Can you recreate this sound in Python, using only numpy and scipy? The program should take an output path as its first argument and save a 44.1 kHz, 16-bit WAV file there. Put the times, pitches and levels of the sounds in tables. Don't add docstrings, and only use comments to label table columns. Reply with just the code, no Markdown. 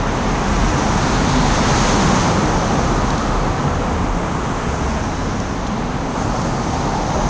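import sys
import numpy as np
from scipy import signal
from scipy.fft import rfft, irfft, next_fast_len
from scipy.io import wavfile
from scipy.ndimage import uniform_filter1d

SR = 44100
rng = np.random.default_rng(int(sys.argv[2]) if len(sys.argv) > 2 else 0)


def invert_db(x):
    u = np.asarray(x, float) / 20
    return 10 ** u


def int16_out(signal):
    q = np.round(np.clip(np.atleast_2d(signal).T, -1, 1) * 32767)
    wavfile.write(sys.argv[1], SR, q.astype(np.int16))


N = 321840
T = np.arange(N) / SR
HZ = np.fft.rfftfreq(next_fast_len(N), 1 / SR)


def unit(x):
    return x / np.sqrt(np.mean(x ** 2))


def shape(x, gain):
    size = next_fast_len(N)
    return irfft(rfft(x, size) * gain, size)[:N]


def colour(points):
    hz, db = np.transpose(points)
    gain = invert_db(np.interp(np.log(HZ + 1), np.log(hz), db))
    return gain * (HZ > hz[0]) * (HZ < hz[-1])


def walk(rate):
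    hold = int(SR / rate)
    steps = np.repeat(rng.standard_normal(N // hold + 1), hold)
    slewed = uniform_filter1d(uniform_filter1d(steps, hold), hold)
    return unit(slewed[:N])


def hump(start_s, length_s):
    return np.sin(np.pi * np.clip((T - start_s) / length_s, 0, 1))


def noise_band(gain):
    return unit(shape(rng.standard_normal(N), gain))


def noisy_resonance(phase, lowpass):
    a = shape(rng.standard_normal(N), lowpass)
    b = shape(rng.standard_normal(N), lowpass)
    return unit(a * np.cos(phase) + b * np.sin(phase))


def rush(points, lo_hz, hi_hz, drift_db, flicker_db, shared_db, count):
    octave = np.log2(HZ + 1)
    centres = np.linspace(np.log2(points[0][0]), np.log2(points[-1][0]), count)
    spacing = centres[1] - centres[0]
    shoulders = 1 / np.sqrt((1 + (lo_hz / (HZ + 1)) ** 10) * (1 + (HZ / hi_hz) ** 10))
    spectrum = shoulders * colour(points)
    together_db = shared_db * walk(rate=40)
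    out = np.zeros(N)
    for centre in centres:
        band = np.cos(np.pi / 2 * np.clip((octave - centre) / spacing, -1, 1))
        noise = shape(rng.standard_normal(N), band * spectrum)
        out += noise * invert_db(drift_db * walk(rate=2.13) + flicker_db * walk(rate=12) + together_db)
    return unit(out)


# time in seconds, tunnel fill in dB, nearness of the closest tyres in dB.
TRAFFIC = [(0, -1, -1), (.3, .5, .5), (.8, 1.5, 3), (1.35, 2, 5), (1.75, 3.5, 7.5), (2.05, 4, 6.5),
           (2.23, 3.5, 5.5), (2.35, 3, 2.5), (3.0, 1.5, -0.5), (3.6, -0.4, -2), (4.2, -1, -3.5),
           (4.93, -3, -1), (5.15, -3, -3.5), (5.9, -3.5, -4), (6.25, -1, -2.5), (6.75, -1.5, -2),
           (7.0, 0.5, -1.5), (7.3, 0.5, 0)]
# level in dB, share of fill, share of nearness,
# loss in dB per second as the first queue pulls away.
LAYERS = dict(rumble=(-21, 0.49, 0.2, 0.04), roar=(-27, 1.2, -0.11, -0.11), horn=(-26.5, 0.83, 0.09, 0.13),
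          shelf=(-28.5, 1, -0.15, 0.31), whine=(-30.5, 0.12, 0.6744, 0.38), hiss=(-35, 0.23, 1.0551, 0))


def layer(name, lag_s=0):
    s, fill_db, near_db = np.transpose(TRAFFIC)
    level_db, fill, near, loss_db_per_s = LAYERS[name]
    fill_now_db = fill * np.interp(T - lag_s, s, fill_db)
    near_now_db = near * np.interp(T, s, near_db)
    return invert_db(level_db + fill_now_db + near_now_db - loss_db_per_s * T)


# time in seconds, peak in dB, lowest frequency in Hz.
TICKS = [(3.1040, -18, 3400), (3.1058, -19.5, 3200), (3.1080, -24, 3400), (3.1790, -20.5, 3800),
         (3.1815, -19.5, 3600), (3.1840, -29, 5000), (5.4025, -20, 5400), (5.4050, -29, 5400),
         (5.4400, -33, 5400), (5.6675, -22, 2600), (5.6700, -25, 3000), (5.6728, -24.5, 3400),
         (5.6750, -27, 4000), (5.6800, -28, 5000), (6.4150, -26, 3000), (6.4172, -20.5, 3000),
         (6.4202, -25, 3400), (6.4490, -29, 5500), (7.2895, -23, 5200), (7.2950, -21, 5200)]
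# frequency in Hz, density in dB per Hz.
TICK_COLOUR = [(1500, 0), (4000, 1), (4900, -3), (6300, 0), (7200, -9), (7900, -20), (8050, -26)]


def grit():
    out = np.zeros(N)
    for start_s, peak_db, lo_hz in TICKS:
        tail = invert_db(-9) * (T > start_s) * np.exp(-np.abs(T - start_s) / 0.0012)
        burst = rng.standard_normal(N) * tail
        burst[int(start_s * SR)] += 1
        tick = shape(burst, colour(TICK_COLOUR) / (1 + (lo_hz / (HZ + 1)) ** 8))
        out += invert_db(peak_db) * tick / np.abs(tick).max()
    return out


# start in seconds, length in seconds, centre in Hz, level in dB.
SCUFFS = [
    (6.15, .12, 6400, -40.5),
    (6.05, .3, 7300, -54),
    (4.78, .16, 5800, -46),
    (2.02, .25, 6200, -39),
    (6.09, .04, 6300, -43),
    (5.69, .05, 6300, -45),
]


def scuffs():
    out = np.zeros(N)
    for start_s, length_s, hz, db in SCUFFS:
        out += invert_db(db) * hump(start_s, length_s) * noise_band(1 / (1 + ((HZ - hz) / 500) ** 4))
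    return out


# peak time in seconds, length in seconds, frequency in Hz, level in dB.
DRONE = [(.02, .34, 39.4, -20.5), (0.33, .2, 41.28, -20.5), (0.598, 0.35, 42.42, -16.5),
         (0.972, .3, 39.84, -25.5), (1.19, .18, 40.9, -21), (1.45, 0.39, 41.2, -20.5),
         (1.828, 0.51, 41.15, -20), (2.148, 0.42, 40.33, -36), (2.532, .35, 39.5, -24),
         (2.957, .3, 39.77, -17.5), (3.098, 0.1, 39.1, -20), (3.366, 0.36, 38.26, -18.5),
         (3.884, 0.34, 38.53, -24), (4.124, 0.19, 38.93, -18.5), (4.57, 0.13, 38.63, -26),
         (4.848, 0.28, 41.04, -30), (5.08, .15, 42.3, -27), (5.26, .15, 39.5, -29), (5.41, 0.16, 39.8, -30),
         (5.6, 0.14, 42.5, -32), (5.9, 0.45, 41.5, -35), (6.284, 0.1, 40, -26), (6.52, 0.3, 37.9, -25),
         (6.793, 0.092, 42.1, -31), (6.95, 0.31, 42.5, -27), (7.274, 0.22, 40.7, -22.5)]


def drone():
    peak_s, _, hz, _ = np.transpose(DRONE)
    level = invert_db(-39.5)
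    for centre_s, length_s, _, db in DRONE:
        level = level + invert_db(db - 3.5) * hump(centre_s - length_s / 2, length_s)
    return np.sqrt(2) * level * np.sin(2 * np.pi * np.cumsum(np.interp(T, peak_s, hz)) / SR)


# start in seconds, length in seconds, frequency in Hz, level in dB.
NOTES = [(0.145, 0.11, 240, -19.5), (0.54, 0.2, 180, -22.5), (0.602, 0.18, 148, -24),
         (0.68, 0.12, 223, -24), (1.244, 0.12, 248, -20.5), (1.287, 0.11, 137, -20.5),
         (1.33, 0.15, 253, -21), (1.44, 0.27, 65, -28.5), (1.525, 0.26, 250, -24.5), (1.65, 0.29, 137, -24),
         (1.7, 0.25, 70, -23), (1.93, 0.16, 192, -16.5), (1.984, 0.25, 127, -23.5), (1.99, 0.31, 250, -25),
         (2.003, 0.17, 229, -23), (2.09, 0.14, 191, -16.5), (2.25, 0.2, 202, -23.5),
         (2.318, 0.13, 108, -23.5), (2.51, 0.13, 135, -20.5), (2.69, 0.24, 132, -25.5),
         (2.788, 0.38, 65, -28), (2.815, 0.12, 215, -29), (3.14, 0.13, 226, -28), (3.28, 0.15, 67, -23),
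         (3.545, 0.12, 250, -28), (3.582, 0.19, 145, -21.5), (3.84, 0.11, 231, -23),
         (3.96, 0.13, 183, -18.5), (3.99, 0.11, 264, -28), (4.04, 0.29, 164, -27), (4.09, 0.16, 221, -28),
         (4.135, 0.18, 175, -22), (4.63, 0.19, 70, -20), (4.78, 0.2, 67, -20), (4.862, 0.16, 226, -21.5),
         (5.167, 0.14, 81, -25.5), (5.602, 0.23, 215, -26), (5.71, 0.31, 240, -28), (5.76, 0.1, 266, -28.5),
         (5.99, 0.14, 261, -24), (6.23, 0.13, 51, -19.5), (6.333, 0.23, 231, -25), (6.34, 0.097, 137, -31),
         (6.53, 0.31, 234, -28.5), (6.73, 0.13, 140, -25.5), (6.88, 0.17, 140, -28),
         (7.012, 0.22, 160, -19.5), (7.193, 0.06, 199, -25.5), (2.4, 0.17, 308, -21),
         (4.85, 0.17, 63, -21.5)]


def exhausts():
    wavering_s = np.cumsum(1 + 0.01002 * walk(rate=12)) / SR
    out = np.zeros(N)
    for start_s, length_s, hz, db in NOTES:
        out += invert_db(db - 1.5) * hump(start_s, length_s) * np.sin(2 * np.pi * hz * wavering_s)
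    return out


# start in seconds, length in seconds, centre in Hz, level in dB.
CARS = [(6.5, 1.4, 800, -30.5), (6.0, 0.9, 603, -35), (4.5, 0.87, 630, -34.5), (2.5, 0.73, 1220, -33),
        (3, 0.77, 1290, -37.5), (1.1, 0.6, 820, -33), (0.4, 1.2, 820, -35.5), (0.3, 0.82, 980, -34.5),
        (1.4, 0.65, 1300, -32), (-.4, 0.79, 930, -32.5), (7.5, 1.3, 930, -36), (4, 1.07, 1370, -40),
        (1, 0.8, 245, -26.5), (1.4, 1.05, 490, -32), (0.7, .7, 1440, -36), (6.2, 0.48, 129, -28.5),
        (3.5, 0.72, 80, -28.5), (-1.5, 0.44, 65, -28), (0.3, .4, 195, -24.5), (1.7, 0.6, 197, -28),
        (5, 0.74, 92, -32), (3, 0.32, 65, -28), (5, 0.33, 75.6, -31), (6.8, 0.64, 610, -31),
        (3.5, 0.68, 510, -34), (4.5, 0.52, 430, -34), (1.5, .5, 1900, -45), (6, 0.8, 1330, -38),
        (0.5, 0.79, 5900, -40), (1.3, 0.97, 5600, -42), (2.45, 0.58, 5900, -42), (5, 0.36, 3900, -46.5),
        (7, .7, 6300, -38.5), (1.5, .75, 6500, -38), (2.25, .45, 540, -32), (6, .9, 4500, -47),
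        (.6, .4, 300, -32.5)]


def cars():
    half_width = 0.077
    out = np.zeros(N)
    for start_s, length_s, hz, db in CARS:
        band = 1 / (1 + ((HZ / hz - 1) / half_width) ** 4)
        out += invert_db(db) * hump(start_s, length_s) * noise_band(band)
    return out


# start in seconds, length in seconds, first and last centre in Hz, level in dB.
SLIDES = [
    (1.55, 1.15, 794.5, 1326, -29),
    (6.1, 1.4, 780, 900, -30.5),
]


def slides():
    width_hz = 230
    out = np.zeros(N)
    for start_s, length_s, from_hz, to_hz, db in SLIDES:
        hz = np.interp(T, [start_s, start_s + length_s], [from_hz, to_hz])
        phase = 2 * np.pi * np.cumsum(hz) / SR
        band = noisy_resonance(phase, 1 / (1 + (2 * HZ / width_hz) ** 4))
        out += invert_db(db) * hump(start_s, length_s) * band
    return out


# frequency in Hz, density in dB per Hz.
ROAR = [(260, -0.5), (330, -5), (430, -5.5), (520, -6.5), (610, -8.5), (700, -6), (850, -5.5), (1050, -6),
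        (1300, -9), (1800, -16.5)]


def tyre_horn(width_hz, peak_db):
    broad = rush(ROAR[3:9], lo_hz=684, hi_hz=1040, drift_db=1.0, flicker_db=1.0, shared_db=0.0, count=3)
    shelf = rush(ROAR[6:], lo_hz=1044, hi_hz=1450, drift_db=0.9, flicker_db=-0.5, shared_db=0.0, count=3)
    horn_hz = 846.7 - 30.04 / (1 + np.exp((5.5 - T) / 0.2))
    phase = 2 * np.pi * np.cumsum(horn_hz) / SR
    peak = noisy_resonance(phase, 1 / (1 + (2 * HZ / width_hz) ** 2))
    horn = layer("horn") * unit(broad + invert_db(peak_db) * peak)
    return horn + layer("shelf", lag_s=0.2) * shelf


# frequency in Hz, density in dB per Hz.
RUMBLE = [(10, -11.5), (24, -13.5), (38, -6.5), (53, -8), (64, -2), (86, -7.5), (99, -3), (114, -6.5),
          (135, -3.5), (190, -4.5), (250, -5), (275, -7), (330, -8.5), (420, -12)]
WHINE = [(710, -30), (1200, -0.5), (2610, -12.5), (4200, -19), (5460, -49.5), (9240, -120)]
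HISS = [(2800, 1), (3600, -2), (4750, -4), (5600, -2.5), (6250, 0.5), (6700, -2.5), (7200, -8), (7600, -12),
        (7900, -16), (8050, -17)]


def traffic():
    rumble = rush(RUMBLE, lo_hz=8, hi_hz=312, drift_db=-0.3, flicker_db=-0.06, shared_db=-0.44, count=8)
    roar = rush(ROAR[:7], lo_hz=333, hi_hz=702, drift_db=0.0, flicker_db=0.0, shared_db=-0.35, count=4)
    whine = rush(WHINE, lo_hz=1484, hi_hz=3500, drift_db=0.15, flicker_db=0.1, shared_db=0.5, count=4)
    hiss = rush(HISS, lo_hz=3430, hi_hz=12000, drift_db=-1.23, flicker_db=-0.25, shared_db=0.34, count=4)
    low = layer("rumble") * rumble + layer("roar") * roar
    return low + layer("whine") * whine + layer("hiss") * hiss


def scene():
    details = grit() + scuffs()
    engines = drone() + exhausts()
    single_cars = cars() + slides()
    return (details + engines + single_cars + tyre_horn(width_hz=310, peak_db=-3.0) + traffic())[None]


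def low_pass(x):
    return signal.sosfilt(signal.butter(12, 10320, fs=SR, output="sos"), x)


# frequency in Hz, level in dB.
CAMERA_WHINE = [(7598, -67), (7656, -69), (7541, -71), (7403, -71)]
# frequency in Hz, gain in dB.
IMAGE = [(8000, -1.5), (8500, -7), (9000, -15), (9500, -24.5), (10000, -38), (10300, -45), (11000, -78)]


def record(dry):
    camera_rate_hz = 16000
    x = np.tanh(0.91 * dry[0]) / 0.89
    for hz, db in CAMERA_WHINE:
        x = x + np.sqrt(2) * invert_db(db) * np.sin(2 * np.pi * hz * T)
    x = shape(x, HZ < camera_rate_hz / 2)
    mirror = 2 * x * np.cos(2 * np.pi * camera_rate_hz * T)
    mix = x + shape(mirror, colour(IMAGE) * (HZ > camera_rate_hz / 2))
    return low_pass(mix[None])


dry = scene()
out = record(dry)
int16_out(out)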